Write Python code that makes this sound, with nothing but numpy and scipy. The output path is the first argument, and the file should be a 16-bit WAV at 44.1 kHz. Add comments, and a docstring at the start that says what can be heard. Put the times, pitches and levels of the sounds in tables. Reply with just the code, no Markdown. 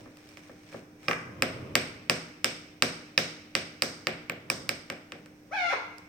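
"""In a fairly live room with a humming appliance, a parrot's claws tick and its feathers scuff on a table.
After a second it pecks at a small framed mirror lying there, and the first peck sets the mirror rocking.
Each peck draws a sharp crack from the glass and a thump from the wood; the mirror hops and knocks back.
The pecks quicken and fade, while the hand holding the microphone rumbles now and then.
At 5.5 s the bird squawks once: a harmonic cry that swoops up, cracks and collapses."""
import sys
import numpy as np
from scipy import signal
from scipy.fft import rfft, irfft, next_fast_len
from scipy.io import wavfile

SR = 44100
rng = np.random.default_rng(int(sys.argv[2]) if len(sys.argv) > 2 else 0)


def file_out(sig):
    """Save sig as 16-bit WAV at sys.argv[1]."""
    # one column per channel
    cols = np.atleast_2d(sig).T
    # limit, then scale
    lim = np.clip(cols, -1, 1)
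    pcm = np.round(lim * 32767).astype(np.int16)
    wavfile.write(sys.argv[1], SR, pcm)


N = 268172
TIME = np.arange(N) / SR

# The centres of the mirror's four parts in Hz: frame, glass, upper glass, beak click.
PART_CENTRES_HZ = [1400, 2500, 4900, 13000]
# The room's reverb. Each row: frequency in Hz, relative level in dB, early and late decay (t60)
# in seconds, left-right likeness from 0 to 1.
ROOM_BANDS = [(84.4, 5.5, 0.25, 1.1, 0.97), (270, -2, 1, 0.56, 0.93), (590, 6.5, 0.098, 0.57, 0.61),
              (980, 3, 0.077, 0.76, 0.085), (1395, 2.5, 0.057, 0.65, 0), (2300, -2.5, 0.34, 1.14, 0),
              (3760, -2, 0.35, 0.91, 0), (5350, -4.5, 0.51, 0.72, 0), (8530, -6, 0.42, 0.63, 1),
              (9710, -23, 0.059, 0.62, 0), (16500, 2.5, 0.073, 0.39, 0)]

# The squawk's timeline, and the time constant of its final drop in pitch.
CRY_START_S, CRY_TOP_S, CRACK_S, COLLAPSE_S, CRY_END_S = 5.508, 5.548, 5.691, 5.716, 5.75
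FALL_S = .01


def blows(times, force_db, glassiness_db, clack_db, click_db):
    """Contacts as rows of time in seconds, then dB in table, frame, glass, upper glass and beak click."""
    # Force drives every part; a glassier spot trades table thump for ping.
    # Each row, from table to beak click: offset in dB, dB gained per dB of glassiness.
    coupling = [(2, -0.24), (1.55, -0.05), (-1.3, 0.67), (0, 1.85), (2.5, 1.4)]
    offset_db, slope = np.transpose(coupling)
    wood, frame, glass, ping, click = force_db + offset_db[:, None] + slope[:, None] * glassiness_db
    return np.c_[times, wood, frame, glass + clack_db, ping, click + click_db]


def pecking(hop_s=.013, hop_s_per_db=.0012, softer_db=18.5):
    """The beak strikes; the mirror hops and lands more softly, a little later after a lighter peck."""
    # Each row: start in seconds, force in dB, glassiness in dB (above 0 on open glass, below 0 near
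    # the frame), extra mid clack in dB, extra beak click in dB.
    strokes = [(1.0827, 2, -3, -4, -36), (1.4223, 2.5, -2, 1.5, -2.5), (1.754, 3.5, 1, -1, -3),
               (2.0973, 3.5, 1, -2.5, -8), (2.4443, -0.8, 3, 0.5, -6), (2.8231, 3.5, 2, -2.5, -10.5),
               (3.1776, 2.5, 3, 1.5, -40), (3.552, -0.54, 2, 1, -14), (3.8216, .5, 2, -3.5, -9.5),
               (4.07, -0.9, -2, 1, -8), (4.2971, -8, -6, 6, 5.5), (4.5007, -2.5, 2.5, -1.5, -9.5),
               (4.6918, -4.5, 2, 0, -4), (4.9007, -7.5, -3, -.5, -5), (5.1209, -14, -3, -0.5, -17)]
    times, force_db, *colour_db = np.transpose(strokes)
    pecks = blows(times, force_db, *colour_db)
    airborne_s = np.maximum(hop_s - hop_s_per_db * force_db, hop_s / 2)
    landings = np.c_[times + airborne_s, pecks[:, 1:] - softer_db]
    return pecks, landings


def rocking(start_s, first_swing_s=.0293, shrink=.68, loss_db=7, corner_lag_s=.0025):
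    """The mirror clatters on its frame, corner after corner, in ever shorter and weaker swings."""
    # The clatter's starting levels in dB: table, frame, glass, upper glass, beak click.
    clatter_db = [-2.5, 11, -0.5, -11.5, -47]
    swing = np.arange(3)
    times = start_s + first_swing_s * (1 - shrink ** swing) / (1 - shrink)
    levels_db = np.array(clatter_db) - loss_db * swing[:, None]
    first_corner = np.c_[times, levels_db][1:]   # the opening contact is the peck itself
    second_corner = np.c_[times + corner_lag_s, levels_db - 10]
    return np.r_[first_corner, second_corner]


def mirror(contacts, detune=.017, scatter_db=1.9):
    """Frame and glass ring for milliseconds; the beak's pressure and aim shift the modes at every blow."""
    # The mirror's modes. Each row: frequency in Hz, width in Hz, relative level in dB.
    modes = [(1207, 123, 13.5), (1586, 65, 12), (1840, 162, 10.5), (2243, 190, 13.5), (2483, 410, 20),
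             (2685, 830, 19.5), (3816, 340, 14), (3844, 360, 15), (4970, 262, 14), (5550, 480, 0.5),
             (7590, 430, 12), (11610, 660, -5), (10940, 3700, -13), (14100, 540, 1)]
    size = 2 ** 11
    out = np.zeros((2, N + size))
    impulse = signal.unit_impulse(size)
    variations = rng.standard_normal((len(contacts), len(modes), 3))
    for (start_s, _, *part_db), variation in zip(contacts, variations):
        at = round(start_s * SR)
        for k, ((hz, width_hz, db), (shift, strength, side)) in enumerate(zip(modes, variation)):
            blow_db = db + np.interp(np.log(hz), np.log(PART_CENTRES_HZ), part_db) + scatter_db * strength
            ring = from_db(blow_db) * resonate(impulse, hz * (1 + detune * shift), width_hz)
            out[:, at:at + size] += (-1) ** k * panned(ring, scatter_db * side)
    return out[:, :N]


def broad_crack(contacts, relative_width=.37):
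    """Summed over all directions, the mirror's modes blur into one broad hump for each part."""
    # Relative levels in dB: frame, glass, upper glass, beak click.
    hump_db = [8.5, 10.5, 5, -14]
    out = np.zeros(N)
    for k, (hz, db) in enumerate(zip(PART_CENTRES_HZ, hump_db)):
        hits = clicks(contacts[:, 0], contacts[:, 2 + k] + db)
        out += (-1) ** k * resonate(hits, hz, relative_width * hz)
    return out


def table_top(contacts, scatter_db=3):
    """Blows pass into the wood: a dull thud, and the board's low modes, stirred differently each time."""
    # The board's modes. Each row: frequency in Hz, width in Hz, relative level in dB.
    modes = [(93, 6.8, 11.5), (120.5, 6.8, 16.5), (165.7, 5.1, 20.5), (182.2, 1.4, 1), (220.4, 4.7, 13.5),
             (258.7, 11, 23), (257.4, 6.4, 9), (357, 18, 16.5), (465, 21, -0.5), (476, 4.9, 22),
             (492, 39, 8), (533, 60, -40), (640.4, 4.3, 17), (637, 63, 7)]
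    times, blow_db = contacts[:, 0], contacts[:, 1]
    thud = resonate(clicks(times, blow_db + 6.5), hz=203.6, width_hz=312)
    thud = signal.sosfilt(signal.butter(2, [85, 900], "band", fs=SR, output="sos"), thud)
    stir_db = rng.normal(0, scatter_db, (len(contacts), len(modes)))
    ring = sum((-1) ** k * resonate(clicks(times, blow_db + db + stir_db[:, k]), hz, width_hz)
               for k, (hz, width_hz, db) in enumerate(modes))
    return thud, ring


def knock(landings, hz=566, width_hz=284):
    """The mirror's flat back meets the table with a hollow knock."""
    hits = clicks(landings[:, 0], landings[:, 1] + 19)
    return resonate(resonate(hits, hz, width_hz), hz, 2 * width_hz)


def cry_pitch(t, start_hz=540, top_hz=860, rest_hz=680, collapse_hz=330, sag_s=.04, crack_hz_per_s=7000):
    """The voice swoops up, sags towards rest, cracks upward and collapses."""
    rise = np.sin(np.pi / 2 * np.minimum((t - CRY_START_S) / (CRY_TOP_S - CRY_START_S), 1))
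    sag = 1 - np.exp(-np.maximum(t - CRY_TOP_S, 0) / sag_s)
    cracked_s = np.clip(t, CRACK_S, COLLAPSE_S) - CRACK_S
    held_hz = start_hz + (top_hz - start_hz) * rise - (top_hz - rest_hz) * sag + crack_hz_per_s * cracked_s
    return collapse_hz + (held_hz - collapse_hz) * np.exp(-np.maximum(t - COLLAPSE_S, 0) / FALL_S)


def squawk(attack_s=.011, hold_s=.22, release_db_per_s=1105, soft_tilt_db=14.5, jitter=.09, flutter=.7):
    """A harmonic cry that grows louder and brighter with effort, and turns rough when it cracks."""
    # The response of throat and beak. Each row: frequency in Hz, relative gain in dB.
    throat = [(120, -57), (330, -8), (500, -0.5), (750, -6.5), (1100, 9), (1400, 2), (1750, -1.5),
              (2150, 2), (2500, -2), (2900, -8.5), (3600, -9), (4500, -9.5), (5600, -23.5), (7000, -26),
              (10000, -60)]
    # The rasp riding on the cry. Each row: frequency in Hz, relative noise density in dB.
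    rasp_spectrum = [(200, -43), (700, -13), (1400, -12), (2400, -5), (3500, -10), (6000, -9), (7500, -20),
                     (11000, -31)]
    on = (TIME > CRY_START_S) & (TIME < CRY_END_S)
    t = TIME[on]
    effort = 1 - np.exp(-(t - CRY_START_S) / attack_s)
    dip_db = np.interp(t, [CRACK_S, COLLAPSE_S, COLLAPSE_S + FALL_S / 2], [0, 3, 0])
    release_db = release_db_per_s * np.maximum(t - CRY_START_S - hold_s, 0)
    # The rougher the syrinx, the more the tone jitters, flutters and hisses.
    roughness = np.where(t < CRACK_S, .12, .3)
    pitch_hz = cry_pitch(t) * (1 + jitter * roughness * drift(hz=260)[on])
    phase = 2 * np.pi * np.cumsum(pitch_hz) / SR
    tilt_db = soft_tilt_db * (1 - effort)   # loss per harmonic
    tone = sum(from_db(at_hz(throat, k * pitch_hz) - tilt_db * (k - 1)) * np.cos(k * phase)
               for k in range(1, 15))
    voice = rms_one(tone) * (1 + flutter * roughness * drift(hz=136)[on])
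    rasp = from_db(-3.5) * roughness * coloured_noise(rasp_spectrum)[0, on]
    out = np.zeros(N)
    out[on] = (voice + rasp) * effort * from_db(-35.5 - dip_db - release_db)
    return signal.sosfilt(signal.butter(4, 280, "high", fs=SR, output="sos"), out)


def claws():
    """Claws touch the mirror and the wood in light ticks."""
    # Each row: start in seconds, force in dB, glassiness in dB.
    touches = [(0.059, -23, -22), (.171, -33.5, -0.5), (0.29, -44, 8), (0.372, -24, -5), (0.495, -22, -25),
               (0.726, -20.5, -10), (.744, -16.5, -41), (1.031, -29.5, -4), (5.26, -27, -5),
               (5.983, -55.5, 16)]
    return blows(*np.transpose(touches), clack_db=-3, click_db=1)


def brushing(grain_db=2.5):
    """Feathers and feet stroke the wood with a soft, grainy rustle as the bird settles."""
    # Each row: peak time in seconds, peak level in dB, half-length in seconds.
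    strokes = [(.01, -60.5, 0.058), (.36, -56.5, 0.24), (.74, -54, 0.082), (1.055, -53.5, 0.042)]
    # The rustle's colour. Each row: frequency in Hz, relative noise density in dB.
    spectrum = [(200, -14), (900, -3.5), (2000, -2.5), (4500, -5.5), (8500, -18), (11000, -27),
                (16000, -24)]
    rustle = coloured_noise(spectrum) * from_db(grain_db * drift(hz=140))
    return swells(strokes) * rms_one(rustle)


def room(x, predelay_s=.0028, tail_db=-9):
    """Dense early reflections die quickly and leave a longer, weaker tail, each band at its own pace."""
    size = 2 ** 16
    t = np.arange(size) / SR
    hz, noise = diffuse(size)
    centres_hz = np.array(ROOM_BANDS)[:, 0]
    response = np.zeros((2, size))
    for share, (_, db, early_t60, late_t60, _) in zip(np.eye(len(ROOM_BANDS)), ROOM_BANDS):
        band = irfft(noise * at_hz(np.c_[centres_hz, share], hz))
        decay = (from_db(-60 * t / early_t60) + from_db(tail_db - 60 * t / late_t60)) * (t > predelay_s)
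        response += from_db(db) * band * decay / np.linalg.norm(decay)
    return signal.fftconvolve(x[None], response, axes=1)[:, :N]


def hand_rumble(still_db=-65.5):
    """The hand on the microphone rumbles faintly, and louder whenever it shifts."""
    # Each row: peak time in seconds, peak level in dB, half-length in seconds.
    shifts = [(0, -50, 0.095), (1.6, -42.5, 0.37), (4.6, -48, 0.17)]
    # The rumble's colour. Each row: frequency in Hz, relative noise density in dB.
    spectrum = [(25, -13.5), (60, -3), (120, 12), (250, 2.5), (550, 2.5), (800, -12), (1100, -3),
                (1600, -18), (3000, -17.5), (8000, -39)]
    return np.hypot(from_db(still_db), swells(shifts)) * coloured_noise(spectrum)


def appliance_hum():
    """An appliance hums on three steady tones."""
    # Each row: frequency in Hz, rms level in dB.
    tones = [(100.5, -67.5), (301.5, -57.5), (780, -75.5)]
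    return sum(np.sqrt(2) * from_db(db) * np.sin(2 * np.pi * (hz * TIME + rng.random())) for hz, db in tones)


def room_air(level_db=-57.5):
    """A steady, dark bed of room tone."""
    # Each row: frequency in Hz, relative noise density in dB.
    spectrum = [(25, -3.5), (55, -4), (90, 4), (122, -6.5), (165, 7.5), (300, 1.5), (550, 0), (800, -10),
                (1500, -8.5), (2300, -13), (3500, -15), (5300, -17), (8300, -25.5), (10000, -29.5),
                (15000, -24)]
    return from_db(level_db) * coloured_noise(spectrum)


def port(x, resonances):
    """A microphone port colours the sound with a chain of peaks and dips."""
    for hz, width_hz, db in resonances:
        x = x + (from_db(db) - 1) * resonate(x, hz, width_hz)
    return x


def resonate(x, hz, width_hz):
    """Two-pole resonance with gain 1 at its peak."""
    r = np.exp(-np.pi * width_hz / SR)
    feedback = [1, -2 * r * np.cos(2 * np.pi * hz / SR), r * r]
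    return signal.lfilter(np.array([1, 0, -1]) * (1 - r * r) / 2, feedback, x + 1e-18)


def clicks(times, db):
    """One impulse for each contact."""
    out = np.zeros(N)
    out[np.clip(np.round(times * SR).astype(int), 0, N - 1)] = from_db(db)
    return out


def swells(rows):
    """Gain of movements that each grow to a peak and die away."""
    return sum(from_db(db) * np.exp(-np.abs((TIME - peak_s) / half_s) ** 1.87) for peak_s, db, half_s in rows)


def diffuse(size):
    """Frequencies and spectra of stereo white noise, alike in the bass and mostly unrelated higher up."""
    hz = np.arange(size // 2 + 1) * SR / size
    alike = np.clip(at_hz(np.array(ROOM_BANDS)[:, [0, -1]], hz), 0, 1)
    mid, side = rfft(rng.standard_normal((2, size)))
    return hz, np.sqrt((1 + alike) / 2) * mid + np.sqrt((1 - alike) / 2) * side * [[1], [-1]]


def coloured_noise(spectrum):
    """Diffuse stereo noise with a given spectrum, rms 1."""
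    size = next_fast_len(N, True)
    hz, noise = diffuse(size)
    return rms_one(irfft(noise * from_db(at_hz(spectrum, hz)), size)[:, :N])


def drift(hz):
    """Random wander up to a given rate, rms 1."""
    return rms_one(signal.sosfilt(signal.butter(2, hz, fs=SR, output="sos"), rng.standard_normal(N)))


def at_hz(points, hz):
    """Read a curve on a log-frequency axis."""
    knots, values = np.transpose(points)
    return np.interp(np.log(np.maximum(hz, 1)), np.log(knots), values)


def panned(x, left_db):
    """Place a sound in stereo, the left channel left_db above the right."""
    return x * from_db([[left_db / 2], [-left_db / 2]])


def rms_one(x):
    """Scale to unit power."""
    return x / np.sqrt(np.mean(x ** 2) + 1e-20)


def from_db(db):
    """Decibels to gain."""
    return 10 ** (np.asarray(db) / 20)


def scene():
    """Pecks, claws and cry up close, with the room answering over a quiet background."""
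    pecks, landings = pecking()
    contacts = np.r_[pecks, landings, rocking(start_s=pecks[0, 0]), claws()]
    crack = mirror(contacts)
    thud, wood_ring = table_top(contacts)
    thud += knock(landings)
    wood = thud + from_db(-4) * wood_ring
    cry = squawk()
    near = panned(crack, left_db=-3.5) + panned(wood, left_db=-2.5) + panned(cry, left_db=-2)
    near[1] = np.roll(near[1], 1)   # the sound reaches the right microphone a sample later
    # The room hears the broad crack, with a trace of each blow's own ring.
    crack_send = from_db(.5) * broad_crack(contacts) + from_db(-13) * crack[0]
    reverb = room(crack_send + from_db(3.44) * thud + from_db(8.1) * cry)
    rustle = brushing()
    background = appliance_hum() + room_air() + hand_rumble()
    return near + panned(reverb, left_db=.27) + rustle + panned(background, left_db=-1.2)


def record(dry, ceiling=.9, cutoff_hz=16500):
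    """Each port colours its channel, the sharpest cracks are rounded off and the top is cut steeply."""
    # Each port's resonances and hollows. Each row: frequency in Hz, width in Hz, gain in dB.
    left_port = [(4760, 1400, -10), (8550, 660, 10), (14200, 920, -28)]
    right_port = [(1180, 430, -7.5), (2333, 330, 9.5), (3030, 3400, -11.5), (5560, 810, 9.5),
                  (8640, 4450, -18), (14670, 300, 6.5)]
    coloured = np.array([port(dry[0], left_port), port(dry[1], right_port)])
    rounded = coloured / (1 + (coloured / ceiling) ** 4) ** .25
    return signal.sosfilt(signal.ellip(10, .1, 80, cutoff_hz, fs=SR, output="sos"), rounded)


dry = scene()
out = record(dry)
file_out(out)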